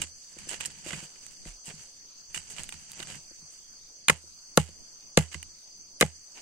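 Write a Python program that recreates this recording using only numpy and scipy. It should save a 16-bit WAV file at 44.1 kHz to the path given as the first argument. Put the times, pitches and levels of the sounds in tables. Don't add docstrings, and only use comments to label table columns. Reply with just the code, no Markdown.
import sys
import numpy as np
from scipy import signal
from scipy.fft import rfft, irfft
from scipy.io import wavfile
from scipy.ndimage import uniform_filter1d, minimum_filter1d

SR = 44100
rng = np.random.default_rng(int(sys.argv[2]) if len(sys.argv) > 2 else 0)


def linear_from_db(decibels):
    return 10 ** (np.asarray(decibels, float) / 20)


def inscribe(sig):
    pcm = np.round(np.clip(np.atleast_2d(sig).T, -1, 1) * 32767)
    wavfile.write(sys.argv[1], SR, pcm.astype(np.int16))


N = 282681

SIDE = np.c_[[.5, -.5]]

# freq_hz, level_db, t60_s
EDGE = [(4200, -4, .005), (5200, -6, .004), (6700, -2, .008), (7600, -2, .005), (8300, -1, .008),
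        (9400, -4, .004)]
# freq_hz, level_db, t60_s
BLADE = [(1300, -3, .012), (1650, -3, .01), (2060, 0, .014), (2450, -1, .011), (2900, -2, .013),
         (3500, -7, .007)]
# freq_hz, level_db, t60_s, left_right_db, left_lag_rad
GROUND = [(154.6, 8, 0.087, 0.35, 0.52), (188.7, 3, 0.069, 2, .3), (116, -2, 0.0897, 0.5, 0.6)]
# freq_hz, level_db, t60_s, left_right_db, left_lag_rad
DEEP = [(79, -9.5, 0.26, -13.5, 0.23)]
# top_s, spray_db
SPRAYS = [
    (4.103, -36),
    (4.585, -37),
    (5.183, -32.5),
    (6.016, -33.5),
]


def chops():
    # start_s, blade_db, edge_share_db, blade_pitch_hz, crush_ms
    contacts = [
        (4.0833, -10, -6, 2730, 1.6),
        (4.086, -19.5, 2, 1680, 0.93),
        (4.0965, -5, -14.5, 2180, 0.92),
        (4.0995, -13.5, -4, 1243, 2.9),
        (4.574, -10, -1, 1331, 2.2),
        (5.1733, -8, -4.5, 1980, 2.5),
        (6.0105, -12, 2, 2340, 1.2),
        (6.0137, -9, -13, 1560, 1.5),
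        (6.0224, -13.5, -11.5, 2135, 2.6),
        (6.0252, -7.5, -20.5, 2055, 0.59),
    ]
    # freq_hz, level_db, t60_s
    tip = [(10900, 5.5, .004), (12800, 4.5, 0.0048), (14600, 2, 0.005)]
    # start_s, neck_db, handle_db, ground_db, deep_ground_share_db
    knocks = [
        (4.0832, -23, -29, -45, -8.5),
        (4.099, 2, -16.5, -25.5, -2),
        (4.5769, -2, -5, -15, -3.5),
        (5.176, -8.5, -6, -13, -4.5),
        (6.013, -19.5, -12, -28.5, -11),
        (6.0285, -28.5, -10.5, -21, -3.5),
    ]
    # freq_hz, level_db, t60_s, left_right_db, left_lag_rad
    neck = [(1100, -8.5, 0.029, -9.5, 0.51), (1415, -3, 0.017, 3.5, 1), (1620, -3.5, 0.014, -5, 0.94)]
    out = np.zeros((2, N))
    for s, blade_db, edge_db, blade_hz, crush_ms in contacts:
        pan_db = -9.5 - 0.62 * edge_db
        edge = lag_left(strike(EDGE, blade_db + edge_db + 10, 0.8 * crush_ms, 0.24, 5200.0))
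        point = strike(tip, blade_db + edge_db - 13, 0.14 * crush_ms, 0.12)
        blade = lag_left(strike(BLADE, blade_db + 2.66, crush_ms, 0.71, blade_hz, focus_db=15.5))
        add(out, s - .0004, edge + point)
        add(out, s + 0.00064, blade * linear_from_db(SIDE * pan_db))
    for s, neck_db, handle_db, ground_db, deep_db in knocks:
        add(out, s, thud(ground_db, handle_db, deep_db))
        add(out, s, knock(neck, neck_db - 8.0, rise_ms=0.65))
    return out


def pebbles():
    # start_s, strength_db, edge_share_db
    on_point = [(0.0169, -19, -1), (0.0244, -33, -27), (0.488, -32, 1), (0.492, -33, 7),
                (0.5133, -27.5, 0.5), (0.607, -20, -8), (0.651, -26.5, -4), (0.6578, -37, 6.5),
                (0.81, -40, -8), (0.9432, -27.5, -22), (1.6574, -40, 11), (1.6744, -41, -11),
                (2.3454, -23, -2), (2.3753, -24.5, -5), (2.5075, -47, 14), (2.5227, -30, -1),
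                (2.5656, -33, -6), (2.583, -25.5, -23), (2.6347, -35, 14), (2.691, -26, -5),
                (2.7237, -27, -1), (2.933, -31, -6), (3.0024, -24.5, -31), (3.0272, -25.5, -6.5),
                (3.0722, -34, 4), (4.5974, -24, -6.5), (5.4287, -29, 0)]
    # start_s, strength_db, edge_share_db
    on_flank = [(0.865, -33, -12), (0.8725, -37, -2), (0.9068, -25, -9), (0.9326, -22, -26),
                (1.1565, -48, -12), (1.2655, -42.5, 14.5), (1.4536, -35.5, 2), (1.4917, -52, 13),
                (2.9178, -43.5, 14.5), (3.1474, -32, -18), (5.3442, -23, -20)]
    edge_modes = EDGE + [(11300, -11, 0.0014), (14100, -12, .004)]
    out = np.zeros((2, N))
    for rows, blade_hz in ((on_point, 2930), (on_flank, 1930)):
        for s, db, edge_db in rows:
            pan_db = -9 + 1 * rng.standard_normal()
            crush_ms = 0.53 + 0.44 * (db + 29)
            blade = strike(BLADE, db - 5.0, crush_ms, 0.38, blade_hz, focus_db=21.5)
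            edge = strike(edge_modes, db + edge_db + 4, crush_ms, 0.077, 8000., focus_db=10.5)
            add(out, s, blade * linear_from_db(SIDE * pan_db) + edge * linear_from_db(0.29 * SIDE * pan_db))
    return out


def bumps():
    # start_s, ground_db, handle_db, deep_ground_share_db
    dull = [(0.0, -39, -45, 10), (0.039, -49, -48, 17), (0.367, -45, -46.5, 3), (0.472, -70, -44.5, 6),
            (0.591, -57.5, -64, 21), (0.68, -41, -54, -1), (0.863, -39, -36.5, 3),
            (0.932, -27.5, -40.5, -9), (1.027, -36.5, -50, -17), (1.459, -33.5, -44, -0.5),
            (1.68, -33.5, -51, -6), (1.738, -37, -67, -4), (2.366, -37.5, -52, 4.5),
            (2.593, -37, -49.5, 4.5), (2.742, -40, -76, 7), (3, -37.5, -44, 0), (3.1, -42, -48, -10),
            (3.162, -36, -65, -5), (3.313, -62, -50, 2), (3.425, -44, -74, 0), (4.24, -53, -54.5, 13),
            (4.69, -43, -49, -5), (5.352, -31.5, -45, 10)]
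    # start_s, level_db, freq_hz, t60_s
    shoves = [
        (1.466, -36.5, 34.6, 0.23),
        (4.101, -35, 44.7, 0.081),
        (4.579, -29, 51.6, .08),
        (5.173, -23, 57.2, .07),
        (6.021, -47, 50.6, .08),
    ]
    out = np.zeros((2, N))
    for s, ground_db, handle_db, deep_db in dull:
        add(out, s, thud(ground_db - 8.0, handle_db + 11.5, deep_db, rise_ms=1.6, tilt_db=-26))
    for s, db, hz, t60 in shoves:
        add(out, s, knock([(hz, 4, t60, -2.5, .3)], db, rise_ms=19.0))
    return out


def strike(modes, db, crush_ms, same, favour_hz=None, focus_db=8):
    t_ms = np.arange(1300) / SR * 1000
    envelope = np.exp(-t_ms / max(crush_ms, .1)) * (1 - np.exp(-t_ms / 0.032))
    crunch = pair(len(t_ms), same) * envelope
    out = signal.fftconvolve(crunch, ring(modes, 1500, favour_hz, focus_db)[None])
    return linear_from_db(db) * out / abs(out).max()


def ring(modes, size, favour_hz=None, focus_db=8):
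    hz, db, t60 = np.transpose(modes)[:3, :, None]
    t = np.arange(size) / SR
    if favour_hz:
        db = db - focus_db * abs(np.log2(hz / favour_hz))
    envelope = linear_from_db(db - 60 * t / t60) * (1 - np.exp(-t * hz / .25))
    return (envelope * np.sin(2 * np.pi * hz * t)).sum(0)


def lag_left(x):
    return np.array([np.roll(x[0], 4), x[1]])


def thud(ground_db, handle_db, deep_db, rise_ms=0.69, tilt_db=0):
    # freq_hz, level_db, t60_s, left_right_db, left_lag_rad
    handle_modes = [(493, 13.5, 0.017, 1.5, 0.35), (830, -10.5, 0.075, 1, .4), (650, -4.5, 0.036, 2, 0.32),
                    (345, -2, 0.028, 4, 0.21)]
    tilted = [(hz, db + tilt_db * np.log2(hz / 400), *rest) for hz, db, *rest in handle_modes]
    out = np.zeros((2, SR // 2))
    add(out, 0, knock(GROUND, ground_db, 7.4))
    add(out, 0, knock(DEEP, ground_db + deep_db, 4.0))
    add(out, 0, -knock(tilted, handle_db - 9, rise_ms))
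    return out


def knock(modes, db, rise_ms):
    hz, mode_db, t60, pan_db, lag_rad = np.transpose(modes)[:, :, None, None]
    t = np.arange(round(1.5 * SR * t60.max())) / SR
    level = linear_from_db(mode_db + SIDE * pan_db - 60 * t / t60)
    waves = level * np.sin(2 * np.pi * hz * t - SIDE * np.clip(lag_rad, -1, 1))
    return linear_from_db(db) * waves.sum(0) * (1 - np.exp(-1000 * t / rise_ms))


def digging():
    # freq_hz, density_db_per_hz
    grit_db = [(530, -34), (900, -6.5), (1090, -13), (1570, -5.5), (2500, -5.5), (2930, -1.5), (3640, -14),
               (4740, -10), (5550, -13), (7770, -3), (10600, -18), (14400, -26), (16000, -43)]
    # freq_hz, left_right_db
    tool_pan = [(60, -16.5), (150, 0), (380, -15), (950, -2), (2380, -10.5), (5980, -6), (15000, 1)]
    # freq_hz, level_db, t60_s
    sing_modes = [(2025, -1.5, 0.01982), (2934, -5.5, 0.022), (6400, -1, 0.017), (8700, -7.5, 0.043)]
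    t = np.arange(N) / SR
    steady = pressure(t)
    thrown = puffs(t)
    drag, bright, handle = steady[:3] + thrown[:3]
    rumble, sing = steady[3], thrown[3]

    sand = colour(grit(), grit_db, tool_pan)
    dull = signal.sosfilt(signal.butter(4, 5200, fs=SR, output="sos"), sand)
    sharp = signal.sosfilt(signal.butter(4, 5700, "high", fs=SR, output="sos"), sand)
    shake = signal.sosfilt(signal.butter(2, [250, 900], "band", fs=SR, output="sos"), pair(N, 1.0))
    ground = ring(GROUND + DEEP, size=4000) * linear_from_db(-300 * np.arange(4000) / SR)
    soil = signal.fftconvolve(pair(N, 0.25), ground[None])[:, :N]
    steel = signal.oaconvolve(pair(N, 0.26), ring(sing_modes, size=1200)[None])[:, :N]

    out = evened(dull) * drag + linear_from_db(-1.5) * evened(sharp) * bright
    out += evened(steel) * sing
    return out + linear_from_db(-1.5) * evened(shake) * handle + evened(soil) * rumble


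def grit():
    size = linear_from_db(3.5 * np.minimum(rng.exponential(1, N), 3))
    grains = size * (rng.random(N) < 900 / SR)
    lumps = np.convolve(grains, np.exp(-np.arange(300) / 45))[:N]
    return pair(N, .2) * (.6 + evened(lumps))


def pressure(t):
    # time_s, pressure_db
    pulls = [
        [(0.0, -46), (0.13, -71.5), (0.33, -61), (0.39, -54.5), (0.54, -55), (0.84, -55.5), (0.99, -50),
         (1.09, -83), (1.25, -57.5)],
        [(1.25, -58), (1.5, -68.5), (1.63, -90), (1.69, -66), (1.8, -55), (2.0, -112)],
        [(2.3, -59), (2.4, -65.5), (2.52, -55), (2.75, -59.5), (3.03, -55), (3.15, -51.5), (3.28, -79),
         (3.58, -67), (3.7, -94)],
        [(6.25, -98), (6.41, -61.5)],
    ]
    # offset_db, slope_db_per_db
    follow = [(-2.5, 1.3), (3, 0.38), (-13.5, 1.1), (-5, 2.2)]
    usual_db = -56.5
    trickle_db, trickle_t60_s, trickle_wait_s = -68, 1, 0.056
    push = sum(linear_from_db(np.interp(t, *np.transpose(rows), -200, -200)) for rows in pulls)
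    for s, _ in SPRAYS:
        late = t - s - trickle_wait_s
        push = push + linear_from_db(trickle_db - 60 * abs(late) / trickle_t60_s) * (late > 0)
    offset_db, slope = np.transpose(follow)[:, :, None]
    return linear_from_db(usual_db + offset_db) * (push / linear_from_db(usual_db)) ** slope


def puffs(t):
    # top_s, blade_db, edge_share_db, t60_s
    scuffs = [(0.537, -38.5, -2, 0.088), (0.88, -45.5, 2.5, 0.67), (1.045, -57.5, 6.5, 0.14),
              (1.484, -52.5, 1, 0.23), (1.68, -51.5, 9.5, 0.1), (1.713, -46.5, -7, 0.045),
              (1.83, -62.5, 2, 0.58), (2.52, -56, 13, 0.063), (2.595, -45.5, 1.5, 0.16),
              (3.002, -48.5, 2, 0.23), (3.112, -48.5, 1, 0.059), (3.16, -60.5, 8, 0.12),
              (3.54, -68.5, 12.5, 0.15), (4.69, -62, -14, 0.13), (6.384, -49, -12, 0.13)]
    # top_s, blade_db, edge_share_db, t60_s
    bursts = [(0.023, -39.5, 6.5, 0.091), (0.389, -51, 6, 0.05), (.493, -45, 9, 0.074),
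              (0.606, -39.5, -1.5, 0.22), (.66, -42, 16, 0.033), (0.909, -41, -11, 0.065),
              (0.939, -56, 9, 0.15), (1.161, -50, -7, 0.04), (2.348, -40, 4, 0.21), (2.727, -49, -3, 0.14),
              (5.319, -47, -2, 0.26), (5.343, -47, 4, 0.045)]
    sprays = [(s, db, 1, 0.18) for s, db in SPRAYS]
    entries = [(s - .011, db - 14, 5, .034) for s, db in SPRAYS[1:]]
    # rows, rise_ms, handle_share_db, sing_share_db
    kinds = ((scuffs, 23.6, -7, -30), (bursts, 2.9, -14.5, -25),
             (sprays, 4, -5, -3.6), (entries, 2.5, -20, -5))
    levels = np.zeros((4, N))
    for rows, rise_ms, handle_db, sing_db in kinds:
        for s, db, edge_db, t60 in rows:
            first = max(round((s - rise_ms / 250) * SR), 0)
            near = slice(first, round((s + t60) * SR))
            late = t[near] - s
            shape = np.where(late < 0, np.exp(-(1000 * late / rise_ms) ** 2), linear_from_db(-60 * late / t60))
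            levels[:, near] += linear_from_db(db + np.c_[[0, edge_db, handle_db, sing_db]]) * shape
    return levels


def forest():
    # freq_hz, density_db_per_hz
    air = [(20, -2.5), (60, -18.5), (200, -17.5), (700, -25), (2000, -29), (3300, -28), (4000, -26),
           (5450, -44.5), (7000, -27.5), (9300, -26.5), (10500, -32.5), (13000, -36), (16000, -32)]
    # freq_hz, left_right_db
    air_pan = [(60, -2.5), (150, -4), (380, -3), (950, -3), (2380, -8.5), (5980, 6.5), (15000, -7.5)]
    # centre_hz, width_hz, level_db, flutter_db
    choirs = [(4750, 940, -56, 1.5), (6126, 780, -53, 1.5), (7000, 2400, -63.5, 3)]
    hz = np.fft.rfftfreq(N, 1 / SR)
    out = linear_from_db(-58.5) * evened(patchy(colour(pair(N, 0.04), air, air_pan), patch_db=2.5))
    for centre_hz, width_hz, db, flutter_db in choirs:
        shape = np.exp(-abs(2 * (hz - centre_hz) / width_hz) ** 3.4)
        band = irfft(rfft(pair(N, .05)) * shape, N)
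        flutter = evened(uniform_filter1d(uniform_filter1d(rng.standard_normal(N), 500), 300))
        out += linear_from_db(db + flutter_db * flutter) * evened(band)
    return out


def patchy(x, patch_db):
    z = signal.stft(x, nperseg=512)[2]
    patches = uniform_filter1d(uniform_filter1d(rng.standard_normal(z.shape[1:]), 8, 0), 14, 1)
    return signal.istft(z * linear_from_db(patch_db * evened(patches)), nperseg=512)[1][:, :N]


def evened(x):
    return x / np.sqrt(np.mean(x ** 2) + 1e-20)


def read(points, hz):
    f, value = np.transpose(points)
    return np.interp(np.log(hz + 1), np.log(f + 1), value)


def colour(x, level, pan):
    hz = np.fft.rfftfreq(x.shape[1], 1 / SR)
    gain_db = read(level, hz) + SIDE * read(pan, hz)
    return irfft(rfft(x) * linear_from_db(gain_db), x.shape[1])


def pair(size, same):
    a, b, c = rng.standard_normal((3, size))
    same = np.clip(same, 0, 1)
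    return np.sqrt(same) * a + np.sqrt(1 - same) * np.array([b, c])


def add(mix, s, sound):
    part = mix[:, round(s * SR):][:, :sound.shape[1]]
    part += sound[:, :part.shape[1]]


def scene():
    tool = chops() + pebbles() + bumps() + digging()
    power_db = 10 * np.log10(abs(uniform_filter1d((tool ** 2).mean(0), 200)) + 1e-12)
    fall_db = np.arange(N) * 100.0 / SR
    held_db = np.maximum.accumulate(power_db + fall_db) - fall_db
    over_db = np.maximum(held_db + 27.5, 0)
    return tool + forest() / linear_from_db(.45 * uniform_filter1d(over_db, 200))


def thin(x, masked_db, sparse_db):
    frame = dict(nperseg=2048, noverlap=1024, window="cosine")
    hz, _, z = signal.stft(x, SR, **frame)
    power = (abs(z) ** 2).mean(0)
    band_db = 10 * np.log10(power[:1020].reshape(170, 6, -1).mean(1) + 1e-20)
    band_db = uniform_filter1d(band_db, size=2, axis=1)
    masked = band_db < -minimum_filter1d(-band_db, size=13, axis=0) - masked_db
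    masked = np.repeat(masked, 6, 0) & (hz[:1020, None] > 3000)
    around = uniform_filter1d(uniform_filter1d(power, size=30, axis=0), size=3, axis=1)
    weak = power < linear_from_db(2 * sparse_db) * around
    drop = (weak & (hz[:, None] > 9700)) | (hz[:, None] > 15800)
    drop[:1020] |= masked
    steady = band_db.max(0) < -49
    return signal.istft(z * (1 - .98 * (drop & steady)), SR, **frame)[1][:, :N]


def top_cut(x):
    return signal.sosfilt(signal.butter(12, 16500, fs=SR, output="sos"), x)


def record(dry):
    held = dry / (1 + (dry / 1.05) ** 6) ** (1 / 6)
    held = thin(held, masked_db=16, sparse_db=1.8)
    held = signal.oaconvolve(held, signal.firwin(255, 16300, fs=SR)[None], "same")
    return top_cut(held)


dry = scene()
out = record(dry)
inscribe(out)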